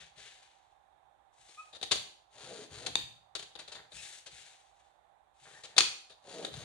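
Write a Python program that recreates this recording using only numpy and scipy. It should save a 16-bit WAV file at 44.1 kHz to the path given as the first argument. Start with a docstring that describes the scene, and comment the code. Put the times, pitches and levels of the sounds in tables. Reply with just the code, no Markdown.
"""A small room, stereo microphone just above a desk, close on a plastic paper trimmer and cardstock.
The sheet brushes into place, the guide arm squeaks down and snaps shut, and the blade carriage scrapes
along the rail and back. The arm is lifted, the sheet turned, and it all happens again.
Each plastic knock rings the rail and booms softly in the desk, over the camera's own faint hum."""
import sys
import numpy as np
from scipy import signal
from scipy.fft import rfft, irfft
from scipy.io import wavfile
from scipy.ndimage import uniform_filter1d

SR = 44100
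rng = np.random.default_rng(int(sys.argv[2]) if len(sys.argv) > 2 else 0)


def pcm_store(signal):
    """Save signal as 16-bit PCM."""
    levels = np.round(np.clip(np.atleast_2d(signal), -1, 1) * 32767)
    wavfile.write(sys.argv[1], SR, levels.astype(np.int16).T)


N = 292824
TIME = np.arange(N) / SR

# the camera's own noise at each microphone: f/Hz, level/dB
LEFT_HUM_SPECTRUM = [(20, -24), (48, 5.5), (85, -9.5), (130, -10.5), (230, -21.5), (350, -10.5), (550, -22),
                     (1100, -27), (1700, -12), (2100, -31), (3800, -34), (5000, -35.5), (7200, -28.5),
                     (14000, -32.5)]
RIGHT_HUM_SPECTRUM = [(20, -38.5), (50, -14.5), (200, -30.5), (430, -23.5), (620, -10.5), (700, -8.5),
                      (780, -1), (900, -9), (1300, -18.5), (2000, -25), (3000, -32), (3600, -25),
                      (5000, -46.5), (14000, -50)]
# colour of the reflections, and of the direct sound at the shaded right microphone: f/Hz, level/dB
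ROOM_SPECTRUM = [(60, -3.5), (250, 0.5), (700, -2), (1500, -2), (4000, -3.5), (7000, -5.5), (9000, -6),
                 (13000, -3.5)]
SHADE_SPECTRUM = [(100, -4), (500, -2), (1000, 1.5), (1700, -1), (2400, -6.5), (3100, -13.5), (4100, -4),
                  (5200, -11), (7000, -12), (9000, -18), (11000, -12), (13000, -12)]
# colour of each part when rubbed or shaken: f/Hz, level/dB
HINGE_SPECTRUM = [(60, -9), (140, -4), (260, -15.5), (450, -4.5), (700, -5), (1200, -9.5), (1850, -3),
                  (2300, -8.5), (6000, -31.5)]
CARD_SPECTRUM = [(30, -14.5), (70, -14.5), (130, -9), (210, -23), (450, -9), (650, -11.5), (1000, -18.5),
                 (1700, -2), (2600, 0), (3700, 2), (5200, -6), (6800, -2), (9500, -7.5), (14000, -31.5)]
BLADE_SPECTRUM = [(300, -23), (900, -10), (1700, -5.5), (2300, -5.5), (3200, -2), (3750, -0.5), (4500, -2),
                  (5200, -10), (7000, -2.5), (7900, -13.5), (8900, -5), (10500, -20), (14000, -29)]
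BOARD_SPECTRUM = [(60, -24.5), (150, -2.5), (240, -4), (330, 4.5), (400, -1.5), (460, 11.5), (520, -3),
                  (620, 5.5), (800, -6.5), (1100, -23.5), (3000, -51)]
DESK_SPECTRUM = [(25, -17), (50, -22), (68, -0.5), (90, -9), (127, 3.5), (170, -11), (400, -39.5)]
# a knock's bright crack and its thud in the base: f/Hz, level/dB
CRACK_SPECTRUM = [(150, -44), (500, 0), (1000, -10.5), (1700, -1), (2100, -2), (3000, 4), (4500, 6),
                  (5200, -2.5), (7000, 1.5), (8000, -5), (9200, -3.5), (11000, -25), (14000, -26)]
THUD_SPECTRUM = [(30, -28), (70, -5), (130, -5), (190, -31.5), (350, 7.5), (460, 12), (650, 12), (900, 0.5),
                 (1600, -32), (5000, -68)]
# modes of the desk top and the guide rail: f/Hz, level/dB, t60/s
DESK_TOP_MODES = [(66, -1, 0.26), (128.8, 2.5, 0.15), (153, -7, .1)]
RAIL_MODES = [(817, -6.5, 0.12), (1840, -15, 0.05), (1900, -15.5, .035), (2470, -35, .025),
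              (2730, -21.5, 0.024), (3340, -14, 0.029), (3780, -20.5, 0.018), (3640, 1, 0.042),
              (3745, 5.5, 0.016), (3720, 4.5, 0.027), (3900, 10, 0.011), (4420, -5, 0.053),
              (4560, 0.5, 0.045), (5800, -8, 0.023), (6140, -5, 0.022), (6850, -3.5, 0.045),
              (9100, 0, 0.027)]
# the arm rubbing in its hinge: t/s, hold/s, level/dB
ARM_SWINGS = [(3.544, 0.059, -60.5), (3.699, 0.072, -56), (5.432, 0.12, -58.5), (5.63, 0.18, -64.5)]
# hinge and card edge sticking and slipping:
# t/s, length/s, f/Hz, glide/(Hz/s), level/dB, octave/dB, waver/share of pitch
STICK_SLIPS = [(1.566, 0.063, 1192, 1299.5, -44.5, -4, 0.013),
               (3.956, 0.076, 2660, -3000, -48.5, -8, 0.033), (5.518, .09, 1700, 1796, -57, -22.5, 0.043)]
# pushes of the sheet: t/s, attack/s, hold/s, release/s, level/dB, treble lift/dB
SHEET_SLIDES = [(0, 0.0044, 0.006, 0.048, -49.5, -5), (0.151, .03, 0.092, 0.13, -51.5, -2.5),
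                (1.288, .19, 0.15, 0.07, -60, 5.5), (3.895, 0.076, 0.19, 0.036, -47, 6),
                (4.297, 0.027, 0.1, 0.11, -51.5, 2), (4.749, 0.018, .1, .06, -75.5, -0.5),
                (5.311, 0.2, .06, 0.15, -57, 4)]
# carriage strokes: t/s, attack/s, hold/s, final rumble/dB, shudder/dB, direction (1 to the hand, -1 back)
CARRIAGE_STROKES = [(2.28, .18, .18, -48.5, -60, 1), (2.695, .03, .16, -51.5, -44, -1),
                    (6.203, 0.14, .13, -44, -63.5, 1), (6.504, 0.047, .12, -52.5, -48.5, -1)]
# plastic contacts of arm and carriage: t/s, level/dB, rise/ms, first rebound/dB, ring over crack/dB
PLASTIC_KNOCKS = [(0.178, -49, 3.8, -2.5, -4), (1.484, -53, 6, -11, -10), (1.726, -46, 7.9, -14, 13),
                  (1.748, -43, 3.2, -0.5, 6), (1.8132, -35.5, 1.5, -6.5, 6), (1.8271, -26, 2.8, -5.5, 1),
                  (1.91, -23, 4.1, -19, 7), (1.915, -16, 3.05, -3.5, -7.5), (1.957, -22.5, 0.59, -9, 1),
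                  (2.3823, -47.5, 1.3, -8, -3), (2.629, -54, 3.5, -5, 2), (2.862, -26, 4.2, -19, -0.5),
                  (2.9545, -10.5, .75, -38, 5), (3.351, -27.5, 2.27, -2, -3), (3.392, -36, 3.2, -7, -10),
                  (3.424, -40, 4.1, -12, -6), (3.553, -38.5, 1.16, 4, 28), (3.588, -39.5, 7.8, -9, -2),
                  (3.676, -42.5, 5.7, -5.5, 2), (3.717, -39.5, 6.9, -8.5, -14), (3.746, -42.5, 9.3, -8, 3),
                  (3.918, -46, 2, 9, 9), (4.26, -41.5, 7.6, -14, -19), (5.635, -41, 3.66, 0, -9),
                  (5.7637, -29.5, 3.6, 0, 10), (5.78, -5.5, 1.8, -4, -11), (5.8057, -9.5, 0.81, -9, -25),
                  (6.095, -49.5, 8.5, -4.5, 3), (6.448, -23.5, 0.74, -3, 9), (6.5394, -35, 0.96, -3.5, 14)]

ROOM_T60_S, ROOM_DB = 0.44, -4.5
REBOUND_MS, REBOUND_SPREAD = 2.8, 1.5  # gap between rebounds: this much plus a multiple of the rise
TAP_DB, THUD_DB, BOOM_DB = -40, -11.5, -64  # a light tap, its relative thud, its peak boom in the desk
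THUD_FALL, BOOM_GROWTH = 0.26, 0.46  # dB per dB of force: hard blows are mostly crack
BOOM_TOP_DB = -42.5  # the mat cushions the hardest blows
BOOM_RISE_MS, LEAN_RISE_MS, LEAN_DB = 2.3, 12, -7  # the leaning hand's boom is relative to its slide
SQUEAK_BEND = .025  # share by which the pitch rises under full pressure
SCRAPE_DB, STOP_S = -49, .022  # the blade's level; how fast the carriage comes to rest
RUMBLE_GROWTH_DB_PER_S = 34.5  # the rumble grows louder as each stroke goes on
RUMBLE_FALL_OCTAVES_PER_S = 2  # the board's note drops toward the hand and climbs on the way back
SHUDDER_FADE_S = 0.13  # the desk is jolted as the carriage sets off, then settles
LOW_CUT_HZ, LEFT_TOP_HZ, TOP_HZ = 46.4, 10600, 13300


def undb(db):
    """Decibels to gain."""
    return 10 ** (np.asarray(db) / 20)


def unit(x):
    """Scale to rms 1."""
    return x / np.sqrt(np.mean(x ** 2))


def add(out, s, sound):
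    """Mix a sound in at time s."""
    start = max(int(s * SR), 0)
    out[..., start:start + sound.shape[-1]] += sound[..., :N - start]


def response(points, size=4096):
    """Causal impulse response with the given spectrum."""
    hz, db = np.transpose(points)
    bins = np.maximum(np.fft.rfftfreq(size, 1 / SR), 1)
    gain = undb(np.interp(np.log(bins), np.log(hz), db))
    cepstrum = irfft(np.log(gain))
    cepstrum[1:size // 2] *= 2  # fold to minimum phase
    cepstrum[size // 2 + 1:] = 0
    return irfft(np.exp(rfft(cepstrum)))


def through(x, ir):
    """Pass a sound through an impulse response."""
    return signal.fftconvolve(x, ir)[:len(x)]


def walk(rate_hz):
    """Smooth random drift with rms 1."""
    step = max(int(SR / rate_hz), 1)
    stairs = np.repeat(rng.standard_normal(N // step + 1), step)
    return unit(uniform_filter1d(stairs, step)[:N])


def gesture(s, attack_s, hold_s, release_s):
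    """A hand movement eases into its speed, keeps it and comes to rest."""
    age = TIME - s
    onset = np.sin(np.pi / 2 * np.clip(age / attack_s, 0, 1)) ** 2
    return onset * np.exp(-np.maximum(age - attack_s - hold_s, 0) / release_s)


def friction(spectrum, slips_per_s, spread_db, flutter_hz, flutter_db):
    """Tiny slips of uneven size ring a body; the grip comes and goes."""
    slips = (rng.random(N) < slips_per_s / SR) * rng.standard_normal(N)
    slips *= undb(spread_db * np.minimum(rng.exponential(size=N), 4))
    grip = undb(flutter_db * walk(flutter_hz))
    return unit(through(slips * grip, response(spectrum)))


def contact(t, rise_ms, rebound_db=0, count=1):
    """A chattering force of peak 1, and its rms; each push swells and dies, and rebounds never grow."""
    bounce = np.arange(count)[:, None]
    gap_ms = REBOUND_MS + REBOUND_SPREAD * rise_ms
    age = np.maximum(1000 * t - bounce * gap_ms, 0) / rise_ms
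    strength = undb(min(rebound_db, 0) * bounce ** 2)
    push = np.max(strength * age * np.exp(1 - age), axis=0)
    return push * rng.choice([-1, 1], len(t)), np.sqrt(np.mean(push ** 2))


def ring(modes, t, scatter_db=0, detune=0):
    """Decaying modes; each contact point and grip weights and tunes them a little differently."""
    hz, db, t60 = np.transpose(modes)[:, :, None]
    tuning, weight = rng.standard_normal((2,) + hz.shape)
    waves = np.sin(2 * np.pi * hz * (1 + detune * tuning) * t) * np.exp(-np.log(1000) * t / t60)
    return np.sum(undb(db + scatter_db * weight) * waves, axis=0)


def hum(spectrum, db):
    """The camera's faint, steady noise at each microphone wavers a little."""
    noise = unit(through(rng.standard_normal(N), response(spectrum)))
    return noise * undb(db + .5 * walk(rate_hz=6))


def room(x, size=24000):
    """Dense reflections reach the microphone after a few milliseconds and die quickly."""
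    t = np.arange(size) / SR
    build_up = np.clip((t - .003) / 0.0027, 0, 1)
    tail = rng.standard_normal(size) * np.exp(-np.log(1000) * t / ROOM_T60_S) * build_up
    tail *= undb(ROOM_DB) / np.sqrt(np.sum(tail ** 2))
    return through(x, through(tail, response(ROOM_SPECTRUM)))


def desk_booms(size=8192):
    """The desk top booms softly under every knock, and when the hand leans on it to push the sheet."""
    out, t = np.zeros(N), np.arange(size) / SR
    blows = [(s, min(BOOM_DB + BOOM_GROWTH * (db - TAP_DB), BOOM_TOP_DB), BOOM_RISE_MS)
             for s, db, *_ in PLASTIC_KNOCKS]
    leans = [(s + attack_s / 2, db + LEAN_DB, LEAN_RISE_MS) for s, attack_s, _, _, db, _ in SHEET_SLIDES]
    for s, db, rise_ms in blows + leans:
        force, _ = contact(t, rise_ms)
        boom = through(force, ring(DESK_TOP_MODES, t, detune=.02))
        add(out, s, undb(db) * boom / np.abs(boom).max())
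    return out


def hinge():
    """Plastic rubs dully on plastic as the arm swings."""
    speed = sum(undb(db) * gesture(s, attack_s=0.021, hold_s=hold_s, release_s=0.035)
                for s, hold_s, db in ARM_SWINGS)
    return speed * friction(HINGE_SPECTRUM, slips_per_s=1200, spread_db=2, flutter_hz=52, flutter_db=2.5)


def squeak(s, length_s, hz, glide_hz_per_s, db, octave_db, waver):
    """The slips fall into step and give a short, wavering tone that bends up as it swells."""
    age = np.clip(TIME - s, 0, length_s)
    pressure = np.sin(np.pi * age / length_s) ** 2
    pitch = (hz + glide_hz_per_s * age) * (1 + SQUEAK_BEND * pressure + waver * walk(rate_hz=400))
    phase = 2 * np.pi * np.cumsum(pitch) / SR
    return pressure * undb(db) * unit(np.sin(phase) + undb(octave_db) * np.sin(2 * phase))


def sheet():
    """Card fibres brush over the base; each push has its own brightness."""
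    rub = friction(CARD_SPECTRUM, slips_per_s=12000, spread_db=0.5, flutter_hz=82.4, flutter_db=2.1)
    treble = signal.sosfiltfilt(signal.butter(2, 5500, "high", fs=SR, output="sos"), rub)
    return sum(gesture(*timing) * undb(db) * unit(rub - treble + undb(treble_db) * treble)
               for *timing, db, treble_db in SHEET_SLIDES)


def carriage():
    """The blade scrapes the card while the carriage judders on the rail and shakes board and desk."""
    scrape = friction(BLADE_SPECTRUM, slips_per_s=4500, spread_db=-3.5, flutter_hz=113, flutter_db=1)
    rumble = friction(BOARD_SPECTRUM, slips_per_s=1500, spread_db=-3, flutter_hz=35.3, flutter_db=2.5)
    shudder = friction(DESK_SPECTRUM, slips_per_s=700, spread_db=4, flutter_hz=13, flutter_db=4)
    out = np.zeros(N)
    for s, attack_s, hold_s, rumble_db, shudder_db, direction in CARRIAGE_STROKES:
        end_s = s + attack_s + hold_s
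        pressure = undb(rumble_db - RUMBLE_GROWTH_DB_PER_S * np.maximum(end_s - TIME, 0))
        from_mid_hold_s = np.clip(TIME, s, end_s) - (end_s - hold_s / 2)
        pitch_ratio = 2 ** (-np.sign(direction) * RUMBLE_FALL_OCTAVES_PER_S * from_mid_hold_s)
        groan = np.interp(np.cumsum(pitch_ratio) % N, np.arange(N), rumble)
        out += gesture(s, attack_s, hold_s, STOP_S) * (undb(SCRAPE_DB) * scrape + pressure * groan)
        out += gesture(s, attack_s, 0, SHUDDER_FADE_S) * undb(shudder_db) * shudder
    return out


def knocks(size=3072):
    """Close up, each contact cracks, thuds into the base and rings the rail, differently to each side."""
    out, t = np.zeros((2, N)), np.arange(size) / SR
    crack_ir, thud_ir = response(CRACK_SPECTRUM), response(THUD_SPECTRUM)
    damping = np.exp(-t / .005)  # hand and card mute the rail
    for s, db, rise_ms, rebound_db, ring_db in PLASTIC_KNOCKS:
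        force, rms = contact(t, rise_ms, rebound_db, count=3)
        crack, thud = unit(through(force, crack_ir)), unit(through(force, thud_ir))
        thud_db = THUD_DB - THUD_FALL * (db - TAP_DB)
        for side in out:
            chatter, _ = contact(t, rise_ms, rebound_db, count=3)
            rail = unit(through(chatter, ring(RAIL_MODES, t, scatter_db=1.5, detune=0.006) * damping))
            hit = unit(crack + undb(ring_db) * rail) + undb(thud_db) * thud
            add(side, s, undb(db - 2) * rms * hit)
    return out


def scene():
    """The trimmer faces the left microphone; the right hears it later and shaded. Both get the room."""
    trimmer = knocks() + desk_booms() + sheet() + carriage() + hinge()
    to_left, to_right = trimmer + sum(squeak(*row) for row in STICK_SLIPS)
    shaded = through(np.roll(to_right, 1), response(SHADE_SPECTRUM))
    left = to_left + room(to_left) + hum(LEFT_HUM_SPECTRUM, db=-76)
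    right = shaded + room(to_right) + hum(RIGHT_HUM_SPECTRUM, db=-63.5)
    return np.array([left, right])


def record(dry):
    """The left microphone is duller on top; the recorder rounds peaks, cuts deep bass and high treble."""
    left = signal.sosfiltfilt(signal.butter(6, LEFT_TOP_HZ, fs=SR, output="sos"), dry[0])
    rounded = np.tanh([left, dry[1]])
    thinned = signal.sosfilt(signal.butter(4, LOW_CUT_HZ, "high", fs=SR, output="sos"), rounded)
    return signal.sosfilt(signal.ellip(8, .2, 70, TOP_HZ, fs=SR, output="sos"), thinned)


dry = scene()
out = record(dry)
pcm_store(out)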